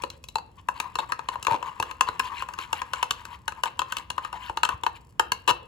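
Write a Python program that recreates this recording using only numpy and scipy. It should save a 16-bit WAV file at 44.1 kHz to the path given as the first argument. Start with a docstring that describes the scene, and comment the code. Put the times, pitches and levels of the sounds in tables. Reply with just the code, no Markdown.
"""A metal spoon stirs a drink in a ceramic mug on a kitchen counter, close to a pair of small microphones.
Each blow is a tick of filtered noise with dying sines for the wall of the mug and the air inside it.
Between blows the drink gurgles (noise around a sliding pitch) and the froth swishes (swarms of ringing bubbles).
Now and then the spoon chatters along the wall, and the mug rocks and knocks on the counter.
A small, hard room answers with dense echoes over a low hum of filtered noise."""
import sys
import numpy as np
from scipy import signal
from scipy.fft import rfft, irfft
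from scipy.io import wavfile

SR = 44100
rng = np.random.default_rng(int(sys.argv[2]) if len(sys.argv) > 2 else 0)


def inscribe(sig):
    """Save sig as 16-bit PCM at rate SR to the path in sys.argv[1].

    A 1-D sig is mono; a 2-D sig holds one channel per row.
    Samples are clipped to [-1, 1] before scaling.
    """
    pcm = np.round(np.clip(np.atleast_2d(sig).T, -1, 1) * 32767)
    wavfile.write(sys.argv[1], SR, pcm.astype(np.int16))


N = 250047  # length of the scene in samples
T = np.arange(N) / SR  # time in the scene, s
AGE = np.arange(SR // 12) / SR  # time since the start of one short sound, s

# The parts of the mug and spoon that knock, clink, tick and thud, in that order:
# (lowest frequency [Hz], upper limit [Hz])
REGISTERS = [(1150, 2000), (2000, 5000), (5000, 16000), (200, 650)]
# Tone of the scrape when spoon meets wall, also used for bursting froth:
# (frequency [Hz], relative level [dB per Hz])
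TICK_SPECTRUM = [(1500, -4.5), (3000, -13.5), (5000, 0.5), (7000, -2.5), (9300, -2), (11000, -7),
                 (13500, -9.5), (14100, -15.5), (15700, -15.5), (17000, -35.5)]
THUD_DB, THUD_PER_DB = -30.5, 0.5757  # the dull thud grows more slowly than the blow
# Tick against clink, dB; harder blows and those with a strong knock tick more (dB per dB)
TICK_DB, TICK_PER_HARDNESS, TICK_PER_KNOCK = -6, 0.29, 0.13
REBOUND_DB, REBOUND_S = -4, 0.0703  # a blow that follows closely on another ticks less


def blows(lead_db=0, lead_t60=0.01685, lead_rise_s=0.00058, spoon_db=-5, air_delay_s=0.000418):
    """Every blow: a tick, the wall's knock and clink, then the hollow ring of the air over a dull thud."""
    out, hits = np.zeros((2, N)), contacts()
    knock_modes, clink_modes, tick_modes, thud_modes = [register(lo, hi) for lo, hi in REGISTERS]
    pauses = np.diff([row[0] for row in hits], prepend=-1)
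    air_cut, knock_cut = steep(hz=849), steep(hz=950)
    scrapes = colour(np.array([tick() for _ in hits]), TICK_SPECTRUM)
    for hit, scrape, pause in zip(hits, scrapes, pauses):
        s, air_db, air_hz, hardness_db, clink_hz, knock_db = hit
        clink_db = air_db + hardness_db
        tick_db = clink_db + TICK_DB + TICK_PER_HARDNESS * hardness_db
        tick_db += TICK_PER_KNOCK * max(knock_db, 0)
        tick_db += REBOUND_DB * np.exp(-pause / REBOUND_S)
        thud_db = THUD_DB + THUD_PER_DB * air_db
        knock = burst(signal.lfilter(*knock_cut, wall_ring(*knock_modes, stray=2.9)))
        # one pitch of the wall leads the clink
        lead = burst(mode(clink_hz, lead_t60) * (1 - np.exp(-AGE / lead_rise_s)))
        clink = burst(wall_ring(*clink_modes, stray=1.5, contact_s=0.001672) + amp(lead_db) * lead)
        contact = burst(burst(scrape) + amp(spoon_db) * wall_ring(*tick_modes, stray=0.36))
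        thud = wall_ring(*thud_modes, stray=0.99, contact_s=0.0014)
        add(out, s, amp(clink_db) * clink + amp(tick_db) * contact + amp(thud_db) * thud)
        air = air_ring(air_hz, air_cut)
        add(out, s + air_delay_s, amp(air_db) * air + amp(clink_db + knock_db) * knock)
    return out


# Single blows of the spoon on the wall: (time [s], level of the air ring [dB], air pitch [Hz],
# hardness = clink over air ring [dB], leading wall pitch [Hz], knock over clink [dB])
BLOWS = [(.0209, -56.5, 1150, 15.5, 2430, -15), (.0363, -23, 993, -8, 2570, -6),
         (.1015, -50, 1060, 11.5, 4085, -16.5), (.2397, -50.5, 1028, 9, 2565, -17.5),
         (.2862, -47, 990, 8.5, 3936, -28), (.356, -18, 891, -9, 4066, -17.5),
         (.3834, -29, 956, -10, 4496, -3.5), (.6863, -17.5, 992, -12.5, 2720, 1.5),
         (.8005, -27, 940, 1.5, 2453, -2.5), (.9547, -26, 1021, -4.5, 2847, -3),
         (1.1205, -24, 996, -5, 2580, 8.5), (1.1913, -28, 942, -11.5, 2500, 6),
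         (1.2865, -21.5, 1030, -7.5, 2910, -2.5), (1.356, -24, 983, -19.5, 2776, -1.5),
         (1.427, -58, 1040, 22, 2923, -8.5), (1.4485, -42, 920, 7, 2690, -2),
         (1.4681, -17, 1068, -5.5, 2410, -5), (1.627, -25.5, 993, -11, 2947, -2),
         (1.7992, -21, 928, -6.5, 2614, -8.5), (1.8256, -23, 1080, -5, 2842, 2.5),
         (1.9113, -34, 1016, -4.5, 2770, 4), (2.0088, -11.5, 1039, -5.5, 2731, -4),
         (2.0865, -18.5, 1004, -15, 4010, 4.5), (2.1951, -29, 1016, 4.5, 2746, -3),
         (2.1981, -19.5, 1062, -5, 2478, -2), (2.4222, -23, 1052, -13.5, 2906, -3.5),
         (2.487, -31, 961, -9, 2670, 4), (2.5367, -50.5, 985, 10, 2806, 3),
         (2.5874, -28, 1073, -5, 2627, 1), (2.729, -19.5, 908.3, -5.5, 2857, -3),
         (2.8173, -25, 1022, -8, 2364, 2), (2.9341, -23.5, 1061, -4, 2900, 3.5),
         (3.0279, -17, 968.4, -5.5, 2990, -4.5), (3.108, -23, 1134, 2, 3007, -8.5),
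         (3.252, -50, 1040, 9.5, 2628, 2.5), (3.4793, -25, 905.5, -2.5, 2925, 2),
         (3.5212, -34, 1014, -8.5, 2480, 4.5), (3.635, -20, 1002, -2.5, 2950, -1.5),
         (3.6562, -31, 942, -3, 3090, 0), (3.792, -20.5, 990, -3.5, 3200, -3.5),
         (3.8172, -20.5, 1037, -12, 2656, 1.5), (3.922, -33.5, 1006, 4, 2980, 3),
         (3.968, -30.5, 1004, 3.5, 2883, -8.5), (3.9838, -42, 948, 6.5, 3014, -8.5),
         (4.102, -27.5, 984, -0.5, 2790, -6.5), (4.1796, -21, 1033, -14.5, 2928, 9),
         (4.248, -36, 924, -3, 2591, 12.5), (4.3279, -32.5, 967, -6, 2830, 3),
         (4.496, -24.5, 915.5, -15.5, 2917, 3), (4.572, -23, 920, -6, 2850, 2),
         (4.6323, -16.5, 962, -3, 2750, 4), (4.6506, -25.5, 940.5, 2, 3070, -2),
         (4.6895, -19.5, 1017, -8.5, 2740, 1.5), (4.835, -23, 943, -8.5, 2888, -8.5),
         (4.8645, -15, 946, -12.5, 2962, 0), (5.1956, -14, 911.4, -6.5, 3084, 5.5),
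         (5.319, -19, 997.5, -2, 2854, -6)]
# The spoon chatters along the wall, bounce after bounce: (time [s], length [s], gap [s], fade [dB per s],
# first air ring [dB], air pitch [Hz], hardness [dB], leading wall pitch [Hz], knock over clink [dB])
RATTLES = [(0.987, .015, 0.00669, 556, -20, 981.7, -9.5, 3715, -6),
           (1.481, .013, .013, 400, -19.5, 929, -23.5, 2473, 10.5),
           (1.5094, .051, 0.01058, 175, -21, 953, -11.5, 2414, -2),
           (5.4769, .032, .0053, 55.5, -17.5, 987.3, -4.5, 2919, -5)]
GAP_SCATTER, PITCH_SCATTER = .14, 0.0444  # most that a bounce is late or sharp, as a share of gap or pitch


def contacts():
    """The single blows and the fading bounces of every rattle, in order of time."""
    rows = list(BLOWS)
    for start, length, gap, fade, db, air_hz, hardness, wall_hz, knock in RATTLES:
        for k in range(round(length / gap) + 1):
            late, sharp = rng.uniform(-1.1, 1, 2)
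            s = start + gap * (k + GAP_SCATTER * late)
            pitch = air_hz * (1 + PITCH_SCATTER * sharp)
            rows.append((s, db - fade * gap * k, pitch, hardness, wall_hz, knock))
    return sorted(rows)


def tick(decay_s=0.00253, rise_s=0.00026):
    """Steel grates on glaze for a few milliseconds: a short puff of noise."""
    return rng.standard_normal(len(AGE)) * np.exp(-AGE / decay_s) * (1 - np.exp(-AGE / rise_s))


def air_ring(hz, cut, shortest_t60=0.02656, swell_s=0.000464):
    """The air above the drink swings up within about a cycle, then dies away."""
    t60 = shortest_t60 * rng.uniform(1.0, 1.1)
    ring = heard(np.array([-1j]), modes([hz], [t60]))
    return burst(signal.lfilter(*cut, ring * (1 - np.exp(-(AGE / swell_s) ** 2))))


def wall_ring(db, rings, stray, scatter_db=3.5, contact_s=0.000796):
    """The modes of one register; where the spoon lands decides how strongly each one answers."""
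    strength = amp(db + scatter_db * rng.standard_normal(len(db)))
    weights = strength * np.exp(2j * np.pi * rng.random(len(db)))  # each starts at a random phase
    return burst(heard(weights, rings, stray) * (1 - np.exp(-(AGE / contact_s) ** 2)))


# Natural ringing tones (modes) of mug and spoon:
# (frequency [Hz], relative level [dB], time to fall by 60 dB [s])
MODES = [(259.6, -8.5, 0.0374), (336.7, -5, 0.046), (443.7, 0.5, 0.0375), (484.3, 4.5, 0.0548),
         (561.5, 4, 0.0381), (1231.6, 2, 0.0321), (1284.5, -6, 0.051), (1498, -6, 0.0404),
         (1623.2, 0, 0.0248), (1833.5, -11, 0.0373), (2173.5, -14.5, 0.0246), (2428, -7, 0.01),
         (2681.5, -1.5, 0.0272), (2792.7, -4, 0.0199), (2952, -17, 0.0514), (3351.5, 0, 0.0114),
         (3692, -8.5, 0.01534), (3929, -2, 0.01123), (4197, -18.5, 0.0502), (4434, -5, 0.01147),
         (5185, -21.5, 0.075), (5529, -5, 0.013), (6215, -2.5, 0.027), (6945, 4, 0.0092),
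         (7510, -9.5, 0.03), (7990, -4.5, 0.012), (9100, 8, 0.0038)]


def register(lo, hi):
    """Levels and oscillations of the modes between two frequencies."""
    hz, db, t60 = np.transpose([row for row in MODES if lo <= row[0] < hi])
    return db, modes(hz, t60)


# How lively the whirling drink is: (time [s], level [dB])
STIR = [(0, -43), (.2, -69.5), (.65, -64), (.8, -50.5), (1.9, -43), (1.98, -52), (2.1, -43), (3.3, -47),
        (3.42, -59), (3.6, -60), (4, -38.5), (4.07, -57), (4.2, -46.5), (4.95, -59), (5.12, -65.5),
        (5.45, -57), (5.67, -58)]
# Sweeps of the spoon's bowl, each a gurgle with a swish of froth:
# (middle time [s], length [s], gurgle level [dB], air pitch [Hz], swish level [dB])
SWEEPS = [(0.137, .06, -55.5, 996, -56.5), (.591, 0.043, -47, 1006, -51),
          (0.771, 0.0653, -41.5, 1000, -46.5), (0.848, 0.1056, -35, 1002, -71),
          (1.028, .055, -30.5, 1004, -51), (1.105, .04, -35.5, 987.7, -49),
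          (1.334, 0.0412, -34.5, 982, -43), (1.522, 0.0969, -25, 915, -47),
          (1.673, 0.079, -32, 1026, -42.5), (1.892, 0.0906, -41, 1012, -55),
          (2.082, 0.0427, -27, 1020, -40), (2.263, 0.0748, -32.5, 1030, -36.5),
          (2.323, 0.0643, -31.5, 1060, -58.5), (2.391, 0.115, -45.5, 1020, -36.5),
          (2.62, 0.0874, -39, 1060, -36.5), (2.78, 0.0883, -45.5, 950, -39.5),
          (2.984, 0.1353, -38, 1034, -43), (3.2, 0.055, -55, 990.5, -47.5), (3.334, .075, -42.5, 1013, -45),
          (3.585, 0.0595, -39.5, 1008, -49), (3.672, .04, -27.5, 1004, -35),
          (3.914, 0.06, -53.5, 995, -47.5), (4.252, 0.0786, -42, 1000, -47),
          (4.358, 0.0626, -32, 901.9, -45), (4.45, 0.133, -45, 1001, -42), (4.717, 0.0692, -31, 1051, -45),
          (4.963, 0.0414, -44.5, 1022, -43)]
# Tone of the splashing drink: (frequency [Hz], relative level [dB per Hz])
CHURN_SPECTRUM = [(200, -27.5), (470, -22.5), (660, -26.5), (850, -9), (980, 5), (1150, -2), (1400, -17),
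                  (1650, -12), (2100, -16), (2850, -25), (5000, -34.5), (15000, -46)]


def gurgles(width_hz=70, glide=0.13133, splash_db=-7):
    """Each slosh blows the air resonance, whose pitch slides as the surface tilts; splashes churn under it."""
    churn = evened(colour(grains(per_s=2500, spread_db=5.5), CHURN_SPECTRUM))
    out = churn * amp(np.interp(T, *np.transpose(STIR)))
    smooth = signal.butter(2, width_hz, fs=SR)
    for s, length, db, hz, _ in SWEEPS:
        n, start = int(length * SR), int((s - length / 2) * SR)
        # slow random flutter carried by the sliding pitch: a breathy tone
        flutter = signal.lfilter(*smooth, [1, 1j] @ rng.standard_normal((2, SR // 4)))[-n:]
        pitch = hz * (1 + glide * rng.uniform(-0.952, 1) * np.linspace(-1, 1, n))
        tone = evened((flutter * np.exp(2j * np.pi * np.cumsum(pitch) / SR)).real)
        slosh = tone + amp(splash_db) * churn[start:start + n]
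        add(out, start / SR, amp(db) * slosh * np.sin(np.linspace(0, np.pi, n)))
    return out


# Tone of the swishing froth, laid over the bubble swarm: (frequency [Hz], relative level [dB per Hz])
SWISH_SPECTRUM = [(700, -34), (1500, 6), (2100, 2), (2850, 10), (3600, -2.5), (4200, -3.5), (5000, -13),
                  (7500, -12.5), (9400, -18.5), (11000, -19), (13500, -22.5), (16000, -21.5)]


def swishes(quality=18, eddy_db=4.5, whirl_db=-12, spread_db=3.0, count=36, bubbles=600):
    """Swarms of tiny bubbles ring for a few cycles each as the spoon sweeps by."""
    swarm = np.zeros(N)
    for hz in np.geomspace(1300, 14000, count):  # one pitch for each bubble size
        births = np.zeros(N)
        size = amp(spread_db * np.minimum(rng.exponential(1, bubbles), 4))
        births[rng.integers(0, N, bubbles)] = size * rng.choice([-1, 1], bubbles)
        # each bubble size swells and fades on its own as eddies pass
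        eddies = np.interp(T, np.linspace(0, T[-1], 250), rng.standard_normal(250))
        births = births * amp(eddy_db * eddies)
        r = np.exp(-np.pi * hz / quality / SR)
        resonator = [1, -2 * r * np.cos(2 * np.pi * hz / SR), r * r]
        swarm += np.sqrt(hz) * evened(signal.lfilter([1, 0, -1], resonator, births))
    sweep = amp(whirl_db + np.interp(T, *np.transpose(STIR)))
    for s, length, _, _, db in SWEEPS:
        swell = np.sin(np.linspace(0, np.pi, int(length * SR))) ** 1.26
        add(sweep, s - length / 2, amp(db) * swell)
    return sweep * evened(colour(swarm, SWISH_SPECTRUM))


def froth(level_db=-71):
    """Tiny bubbles burst on the surface: sparse, random ticks."""
    pops = np.convolve(grains(per_s=48, spread_db=-2), tick()[:256])[:N]
    return amp(level_db) * evened(colour(pops, TICK_SPECTRUM))


# The mug rocks and its foot knocks on the counter:
# (time [s], counter level [dB], counter pitch [Hz], thud level of the mug [dB])
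BUMPS = [(0.0358, -64, 100, -34), (1.481, -44.5, 52.3, -33), (1.514, -39, 125, -34.5),
         (1.541, -48.5, 55, -31.5), (1.798, -45.5, 100, -36), (2.088, -44, 68.4, -39),
         (4.498, -39.5, 55, -40), (4.739, -40.5, 86.4, -61), (5.196, -56.5, 100, -35.5),
         (5.485, -46, 68, -29), (5.506, -44, 137, -32.5)]


def bumps(t60=0.041, swell_s=.005, contact_s=.002):
    """The mug's foot knocks on the counter: a soft, low note from the slab and a thud from the mug."""
    out, low_modes = np.zeros((2, N)), register(*REGISTERS[3])
    for s, db, hz, thud_db in BUMPS:
        slab = burst(mode(hz, t60) * (1 - np.exp(-AGE / swell_s)))
        thud = wall_ring(*low_modes, stray=0.7, contact_s=contact_s)
        add(out, s, amp(db) * slab + amp(thud_db) * thud)
    return out


# How long the kitchen's echoes last: (frequency [Hz], time to fall by 60 dB [s])
ROOM_T60 = [(150, 0.0144), (500, 0.54), (1000, 0.2846), (3000, 0.3933), (7000, 0.1438), (15000, 0.2464)]
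# How strongly the kitchen answers: (frequency [Hz], level [dB])
ROOM_DB = [(150, 0), (450, -4), (1000, -11.5), (3000, -14), (7000, -12.5), (15000, -16.5)]


def kitchen(x, early_db=3, early_s=0.00798, first_s=0.0031):
    """Dense echoes, strongest from the counter and near wall, each band dying at its own speed."""
    age = np.arange(SR * 2 // 3) / SR
    taps = rng.standard_normal((2, len(age))) * (rng.random((2, len(age))) < .1) * (age > first_s)
    hz, t, z = signal.stft(alike(*taps), SR, nperseg=256)
    t60 = read(ROOM_T60, hz)[:, None]
    # dividing by the root of t60 keeps a band's energy the same however long it lasts
    z = z * np.exp(-np.log(1000) * t / t60) / np.sqrt(t60) * amp(read(ROOM_DB, hz))[:, None]
    tail = signal.istft(z, SR, nperseg=256)[1][:, :len(age)]
    tail = tail * np.sqrt(2 * np.log(1000) / SR) / taps.std()
    tail = tail * (1 + amp(early_db) * np.exp(-age / early_s)) / 1.019
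    return signal.fftconvolve(x[None], tail, axes=1)[:, :N]


# How alike the room sounds left and right, 1 = the same: (frequency [Hz], likeness [0 to 1])
LIKENESS = [(60, 0.927), (250, 0.842), (700, 0.077), (3000, 0.21), (5500, 0.43), (7000, 1), (10000, 1)]


def alike(a, b):
    """Two unrelated signals become a left-right pair as alike as the room's sound is."""
    same = np.clip(read(LIKENESS, np.fft.rfftfreq(len(a), 1 / SR)), -1, 1)
    return np.array([a, irfft(same * rfft(a) + np.sqrt(1 - same ** 2) * rfft(b), len(a))])


# Tone of the house's hum: (frequency [Hz], relative level [dB per Hz])
HUM_SPECTRUM = [(15, -24.5), (35, -13.5), (60, 4.5), (90, 0.5), (150, -6), (300, -14), (600, -22.5),
                (1500, -30.5), (4000, -44), (10000, -44.5), (17000, -54)]


def hum(level_db=-53.5):
    """The low, steady background of the house: filtered noise."""
    noise = colour(rng.standard_normal((2, N)), HUM_SPECTRUM, size=16384)
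    return amp(level_db) * evened(alike(*noise))


def amp(db):
    """Decibels to gain."""
    return 10 ** (np.asarray(db) / 20)


def read(points, hz):
    """A table's value along a log-frequency axis."""
    f, value = np.transpose(points)
    return np.interp(np.log(hz + 1), np.log(f), value)


def evened(x):
    """Scales to rms 1."""
    return x / np.sqrt(np.mean(x ** 2) + 1e-20)


def burst(x):
    """Scales a short sound (a pair by its left side) to the energy of 10 ms at rms 1."""
    return x / np.sqrt(np.sum(np.atleast_2d(x)[0] ** 2) * 100 / SR + 1e-20)


def add(mix, s, sound):
    """Mixes a sound in at time s."""
    part = mix[..., max(round(s * SR), 0):][..., :sound.shape[-1]]
    part += sound[..., :part.shape[-1]]


def colour(x, spectrum, size=2048):
    """Filters with the given spectrum along the last axis, with no sound ahead of its cause."""
    log_gain = np.log(amp(read(spectrum, abs(np.fft.fftfreq(size, 1 / SR)))))
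    taps = np.fft.ifft(np.exp(np.conj(signal.hilbert(log_gain)))).real[:size // 2]
    return signal.oaconvolve(x, taps.reshape((1,) * (x.ndim - 1) + (-1,)), axes=-1)[..., :x.shape[-1]]


def steep(hz, order=4):
    """A high-pass: small things radiate little below their lowest mode."""
    return signal.butter(order, hz, "highpass", fs=SR)


def mode(hz, t60, phase=0):
    """One dying sine."""
    return np.sin(2 * np.pi * hz * AGE + phase) * np.exp(-np.log(1000) * AGE / t60)


def modes(hz, t60):
    """Dying complex oscillations, one row for each mode."""
    return np.exp(np.outer(2j * np.pi * np.asarray(hz) - np.log(1000) / np.asarray(t60), AGE))


def heard(weights, rings, stray=1.0):
    """Sums modes for two microphones; hand and spoon shade each one differently on its way to the right."""
    count = len(weights)
    shade = 1 + stray * (rng.standard_normal(count) + 1j * rng.standard_normal(count)) / np.sqrt(2)
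    return (np.array([weights, weights * shade / np.hypot(1, stray)]) @ rings).real


def grains(per_s, spread_db):
    """Random clicks of uneven size: a positive spread makes a few stand out, a negative one a few weaker."""
    size = amp(spread_db * np.minimum(rng.exponential(1, N), 4)) * rng.choice([-1, 1], N)
    return size * (rng.random(N) < per_s / SR)


# How much louder the mug is on the left: (frequency [Hz], left over right [dB])
BALANCE = [(100, 1.5), (450, 0.62), (700, 7.5), (1000, 11.17), (1600, 4.4), (2400, 8), (2850, 8.5),
           (3400, 10.7), (4300, 1.1), (5800, 4), (8500, 0.5), (16000, 1)]


def scene():
    """The mug stands nearer the left microphone; the room reaches both more evenly."""
    mug = blows() + gurgles() + swishes() + froth() + bumps()
    room = kitchen(mug[0])
    shade = amp(-read(BALANCE, np.fft.rfftfreq(N, 1 / SR)))
    # the square root halves the room's left-right difference in dB
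    right = irfft(rfft(mug[1]) * shade + rfft(room[1]) * np.sqrt(shade), N)
    return np.array([mug[0] + room[0], right]) + hum()


# How far the left microphone leads the right: (frequency [Hz], phase lead [radians])
PORT_PHASE = [(100, 0), (650, 0.5), (950, -0.6), (1300, 1.5), (2100, 1.5), (2900, 2), (3400, -0.1043),
              (6000, 1.4325), (7200, 0.8345), (9000, -3.5), (11300, -6), (13300, -10), (15000, -12.5)]


def record(dry, edge_hz=16600):
    """The two microphone ports hear the sound out of step, most in the treble; then the band limit."""
    turn = np.exp(-1j * read(PORT_PHASE, np.fft.rfftfreq(N, 1 / SR)))
    pair = np.array([dry[0], irfft(rfft(dry[1]) * turn, N)])
    low_pass = signal.firwin(511, edge_hz, window=("kaiser", 9), fs=SR)
    return signal.oaconvolve(pair, low_pass[None], "same")


dry = scene()
out = record(dry)
inscribe(out)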